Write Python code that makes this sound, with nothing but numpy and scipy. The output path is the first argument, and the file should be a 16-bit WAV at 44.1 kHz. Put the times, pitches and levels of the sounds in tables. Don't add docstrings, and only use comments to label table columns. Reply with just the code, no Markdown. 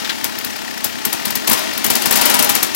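import sys
import numpy as np
from scipy import signal
from scipy.fft import rfft, irfft
from scipy.io import wavfile
from scipy.ndimage import uniform_filter1d

SR = 44100
rng = np.random.default_rng(int(sys.argv[2]) if len(sys.argv) > 2 else 0)


def digitize_waveform(pressure):
    field = np.atleast_2d(pressure).T
    bounded = np.clip(field, -1, 1)
    quanta = np.round(bounded * 32767).astype(np.int16)
    wavfile.write(sys.argv[1], SR, quanta)


N = 121275
TIME_S = np.arange(N) / SR
BINS_HZ = np.arange(N // 2 + 1) * SR / N

# start_s, crack_db, bark_db, boom_db, turns_to_next_firing
FIRINGS = [(.002, -27, -16, -1, 9), (0.2437, -0.5, -3.5, 0, 5), (.388, -8.5, -14, -8, 2),
           (.448, -4, -11.5, -0.5, 2), (.505, -28, -16.5, -5, 2), (.565, -20, -20, -12, 7),
           (.779, -23, -24, -7, 2), (0.8447, 4, -3.5, 2, 7), (1.053, 3.5, -3.5, 4.5, 3),
           (1.1295, -3, -3, 3, 5), (1.255, -5.5, -3, 5, 1), (1.281, -18, -17, 1.5, 1),
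           (1.3065, -10, -7, 1, 2), (1.355, -2, -2.5, 4.5, 5), (1.476, 1.5, 2.5, 9.5, 1),
           (1.498, 4, -2.5, 9, 1), (1.515, -1.5, 2, 6, 1), (1.532, 3.5, 2, 0, 3), (1.577, -17, -7.5, -9, 1),
           (1.591, -15, -11, -13, 8), (1.7358, -20, -17, -10, 2), (1.778, -8, -9, -0.5, 3),
           (1.845, 4.5, 0.5, 4.5, 1), (1.864, -1, -7.5, 2.5, 2), (1.903, 4, 2.5, 5, 2),
           (1.937, -11, -14, 0, 1), (1.9544, 3.5, 2.5, 0, 4), (2.022, -6, -4.5, -3, 2),
           (2.058, -1, 2, 7, 3), (2.110, 0, 3, 1, 1), (2.126, -2, 1.5, 2, 2), (2.158, 0, 3, 1, 1),
           (2.172, -3, 0.5, -5, 3), (2.214, -2, 3.5, -2, 3), (2.2562, 3.5, 4.5, -6, 3),
           (2.299, -4, 4.5, -11, 3), (2.343, -1, 4, 3, 3), (2.392, -0.5, 4, 4, 2), (2.426, 2.5, 1, -4, 1),
           (2.446, 1.5, -3, -1, 3), (2.495, 5, 4, 4, 3), (2.552, 3, 3, 4, 4), (2.630, 4, 2, -0.5, 5),
           (2.748, -3.5, -3, 3, 1)]
# time_s, effort_db
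EFFORT_CURVE = [(0, -8.5), (.3, -10.5), (.8, -11), (1.03, -11), (1.15, -8.5), (1.45, -9.5), (1.53, -5.5),
                (1.6, -3), (1.7, -6.5), (1.82, -7), (1.92, -4), (2.08, -4), (2.17, -0.5), (2.32, 1.5),
                (2.45, -2.5), (2.58, -3), (2.66, -5.5), (2.75, -8)]
# start_s, level_db
GEAR_HITS = [(.048, -5), (0.096, 0.5)]
# pitch_hz, relative_db, uncapped_t60_s
CLINK_MODES = [(1620, -9, 0.087), (2369, -12, 0.1), (2560, -12, 0.08), (3180, -10, 0.076),
               (4240, -3, 0.026), (4861, -6, 0.05), (5450, -3, 0.032)]
# pitch_hz, width_hz, level_db
CASE_PEAKS = [(852, 36, -37.5), (1470, 56, -40.5), (1825, 130, -35), (2480, 110, -38.5), (2840, 140, -37.5),
              (3280, 90, -42.5), (4780, 650, -36)]
# pitch_hz, level_db, t60_s
CYLINDER_MODES = [(1803, -33.5, .1), (1893, -31, .09)]
# cool_pitch_hz, fired_db, unfired_db, t60_s
PIPE_MODES = [(104.7, -26.5, -33, 0.087), (161, -25, -30.5, 0.059), (218, -21.5, -29, .14),
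              (247.6, -23, -23.5, 0.083), (331.7, -27.5, -26, 0.1), (436, -33, -56, 0.3),
              (670, -32, -33, 0.12), (756, -43, -47, 0.044), (878, -38, -36, 0.21)]
# start_s, end_s, pitch_hz, width_hz, level_db
SILENCER_TONES = [(1.51, 1.56, 1090, 130, -27), (1.55, 1.65, 630, 22, -34), (2.12, 2.42, 260, 30, -31),
                  (2.2, 2.47, 607, 12, -30), (2.18, 2.56, 822, 16, -30), (2.13, 2.43, 957, 13, -29.5),
                  (2.18, 2.4, 1383, 44, -36)]
# frequency_hz, relative_density_db
WASH_COLOUR = [(50, -86), (100, -71), (160, -54), (240, -45), (340, -52.5), (420, -51), (520, -56.5),
               (640, -48.5), (850, -52), (1130, -52), (1400, -54.5), (3000, -54), (5500, -56), (8000, -63),
               (12000, -65.5), (15500, -72.5)]
CLUNK_COLOUR = [(400, -64), (1000, -63), (1600, -48.5), (2400, -52.5), (3500, -47), (5500, -54.5),
                (8000, -66), (15000, -69)]
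CLATTER_COLOUR = [(500, -65.5), (1150, -67.5), (2000, -59), (3200, -66), (5000, -67.5), (7000, -68),
                  (9500, -77.5), (15500, -69)]
BARK_COLOUR = [(40, -86), (110, -60), (250, -44), (500, -54.5), (900, -50), (1130, -52.5), (1500, -54.5),
               (3000, -53.5), (5500, -54), (7500, -54.5), (12000, -55.5), (15500, -64.5)]
CRACK_COLOUR = [(500, -84), (2000, -52), (4500, -57), (7500, -51.5), (10000, -47), (12000, -39.5),
                (15500, -42.5)]
# frequency_hz, gain_db
RIGHT_TONE = [(100, -2.5), (300, -2.5), (700, -5), (1400, -6.5), (2800, -11.5), (5600, -15), (9000, -12.5),
              (14000, -19)]
# frequency_hz, likeness_0_to_1
PORT_LIKENESS = [(100, 0.98), (300, 0.99), (700, 0.81), (1400, 0.8), (3000, 0.25), (6000, 0.12),
                 (14000, 0.25)]
# frequency_hz, lag_rad
RIGHT_PHASE = [(100, 2.985), (400, 3.5), (700, 3.81), (1000, 4.22), (1400, 4.5), (2500, 4.82), (4500, 5.05),
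               (8000, 8), (12000, 13.2)]


def from_db(db):
    return 10 ** (np.asarray(db) / 20)


def over_hz(points):
    hz, value = np.transpose(points)
    return np.interp(np.log(BINS_HZ + 1), np.log(hz), value)


def effort_db(time_s):
    return np.interp(time_s, *np.transpose(EFFORT_CURVE))


def low_cut(sound, hz, order=2):
    return signal.sosfilt(signal.butter(order, hz, "high", fs=SR, output="sos"), sound)


def noise(gain):
    return irfft(rfft(rng.standard_normal((2, N))) * gain, N) * np.sqrt(SR / 2)


def resonances(peaks):
    return np.sqrt(sum(from_db(db) ** 2 / width / (1 + ((BINS_HZ - hz) / width) ** 2) ** 2
                       for hz, width, db in peaks))


def silencer_noise(colour, round_trip_s=.00219, feedback=.14):
    loop = feedback * np.exp(-2j * np.pi * BINS_HZ * round_trip_s)
    return noise(from_db(over_hz(colour)) / (1 - loop))


def bursts(times_s, db, rise_s, hold_s, fall_s):
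    power = np.zeros(N)
    for start, gain, held in zip(times_s, from_db(db), hold_s * np.ones(len(times_s))):
        near = slice(max(0, int((start - .02) * SR)), int((start + .2) * SR))
        age = TIME_S[near] - start
        shape = np.exp(np.minimum(age, 0) / rise_s - np.maximum(age - held, 0) / fall_s)
        power[near] += (gain * shape) ** 2
    return np.sqrt(power)


def ring(times_s, db, hz, t60_s):
    strikes = np.zeros(N)
    strikes[(times_s * SR).astype(int).clip(0, N - 1)] = from_db(db)
    carrier = np.exp(2j * np.pi * np.cumsum(hz * np.ones(N)) / SR)
    decay = np.exp(-np.log(1000) / (t60_s * SR))
    return (carrier * signal.lfilter([1], [1, -decay], strikes / carrier + 1e-18)).imag


def coasting_turns(sag=0.0698):
    times_s = []
    for (start, *_, turns), (end, *_) in zip(FIRINGS, FIRINGS[1:]):
        part = np.arange(1, turns) / turns
        times_s.extend(start + (end - start) * (part - sag * part * (1 - part)))
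    return np.array(times_s)


def yard_wash():
    return silencer_noise(WASH_COLOUR) * from_db(effort_db(TIME_S))


def gearbox(clink_db=-19, longest_t60_s=.09):
    start_s, db = np.transpose(GEAR_HITS)
    knocks = bursts(start_s, db, rise_s=.0021, hold_s=.0028, fall_s=.016)
    out = knocks * noise(from_db(over_hz(CLUNK_COLOUR)))
    for k, (hz, mode_db, t60_s) in enumerate(CLINK_MODES):
        out[0] += (-1) ** k * ring(start_s, db + clink_db + mode_db, hz, min(t60_s, longest_t60_s))
    return out


def silencer_song(rise_s=.03, fall_s=.05):
    out = np.zeros((2, N))
    for start, end, hz, width, db in SILENCER_TONES:
        swell = np.exp(np.minimum(TIME_S - start, 0) / rise_s - np.maximum(TIME_S - end, 0) / fall_s)
        out += swell * noise(resonances([(hz, width, db)]))
    return out


def piston_clatter(coasting_s, lead_s=.0042, effort_share=.16, spread_db=.5, ring_spread_db=.8):
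    turns_s = np.r_[np.transpose(FIRINGS)[0], coasting_s] - lead_s
    effort = effort_db(turns_s)
    rattle_db = effort_share * (effort - effort.min()) + spread_db * rng.standard_normal(len(turns_s))
    metal = noise(np.hypot(resonances(CASE_PEAKS), from_db(over_hz(CLATTER_COLOUR))))
    out = metal * bursts(turns_s, rattle_db, rise_s=.0041, hold_s=.0026, fall_s=.0056)
    for hz, mode_db, t60_s in CYLINDER_MODES:
        out[0] += ring(turns_s, mode_db + ring_spread_db * rng.standard_normal(len(turns_s)), hz, t60_s)
    return out


def zips(from_hz=1925, to_hz=5743, glide_s=.0025, lead_s=.0038, length_s=.0093, pitch_spread=.0634):
    out = np.zeros((2, N))
    for start, crack_db, *_ in FIRINGS:
        age = TIME_S - start + lead_s
        near = (age > 0) & (age < length_s)
        detune = 1 + pitch_spread * rng.standard_normal()
        hz = detune * (to_hz + (from_hz - to_hz) * np.exp(-age[near] / glide_s))
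        gain = from_db(-17.5 + .22 * crack_db)
        swell = np.sin(np.pi * age[near] / length_s)
        out[0, near] += gain * swell * np.sin(2 * np.pi * np.cumsum(hz) / SR)
    return out


def pipe_boom(coasting_s, lag_s=.00707, spread_db=2.0):
    fired_s, _, _, boom_db, _ = np.transpose(FIRINGS)
    pulses_s = np.r_[fired_s, coasting_s] + lag_s
    heat_stretch = np.interp(TIME_S, [1.88, 2.22], [1, 1.086])
    boom = np.zeros(N)
    for k, (hz, fired_db, unfired_db, t60_s) in enumerate(PIPE_MODES):
        db = np.r_[boom_db + fired_db, np.full(len(coasting_s), unfired_db)]
        db += spread_db * rng.standard_normal(len(db))
        boom += (-1) ** k * ring(pulses_s, db, hz * heat_stretch, t60_s)
    return np.array([low_cut(boom, hz=92, order=3), np.zeros(N)])


def gas_sputter(depth_db=2.5, grain_s=.0006):
    flutter = uniform_filter1d(rng.standard_normal(N), int(grain_s * SR))
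    gain = from_db(depth_db * flutter / flutter.std())
    return gain / np.sqrt(np.mean(gain ** 2))


def exhaust_pops(crack_rise_s=.00077, crack_hold_s=.0029, bark_rise_s=.0017, bark_hold_s=.0049):
    fired_s, crack_db, bark_db, _, _ = np.transpose(FIRINGS)
    load_stretch = np.exp(.23 * effort_db(fired_s))
    crack = bursts(fired_s, crack_db, crack_rise_s, crack_hold_s * load_stretch, fall_s=.0021)
    bark = bursts(fired_s - .00056, bark_db, bark_rise_s, bark_hold_s, fall_s=.017)
    crack_tail = bursts(fired_s, crack_db - 22, crack_rise_s, crack_hold_s, fall_s=.033)
    bark_tail = bursts(fired_s, bark_db - 13.5, bark_rise_s, bark_hold_s, fall_s=.052)
    grit = gas_sputter()
    cracks = np.hypot(crack, crack_tail) * noise(from_db(over_hz(CRACK_COLOUR)))
    barks = np.hypot(bark, bark_tail) * silencer_noise(BARK_COLOUR)
    return low_cut(grit * (cracks + barks), hz=150)


def microphone_ports(sound):
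    left, unrelated = rfft(sound)
    alike = over_hz(PORT_LIKENESS)
    right = alike * left * np.exp(-1j * over_hz(RIGHT_PHASE)) + np.sqrt(1 - alike ** 2) * unrelated
    return np.array([sound[0], irfft(right * from_db(over_hz(RIGHT_TONE)), N)])


def scene():
    coasting_s = coasting_turns()
    engine = exhaust_pops() + zips() + pipe_boom(coasting_s) + piston_clatter(coasting_s)
    return microphone_ports(engine + silencer_song() + gearbox() + yard_wash())


def record(dry):
    overloaded = np.clip(dry, -.95, .95)
    top_cut = signal.ellip(12, .1, 70, 15900, fs=SR, output="sos")
    return signal.sosfilt(top_cut, low_cut(overloaded, hz=52))


dry = scene()
out = record(dry)
digitize_waveform(out)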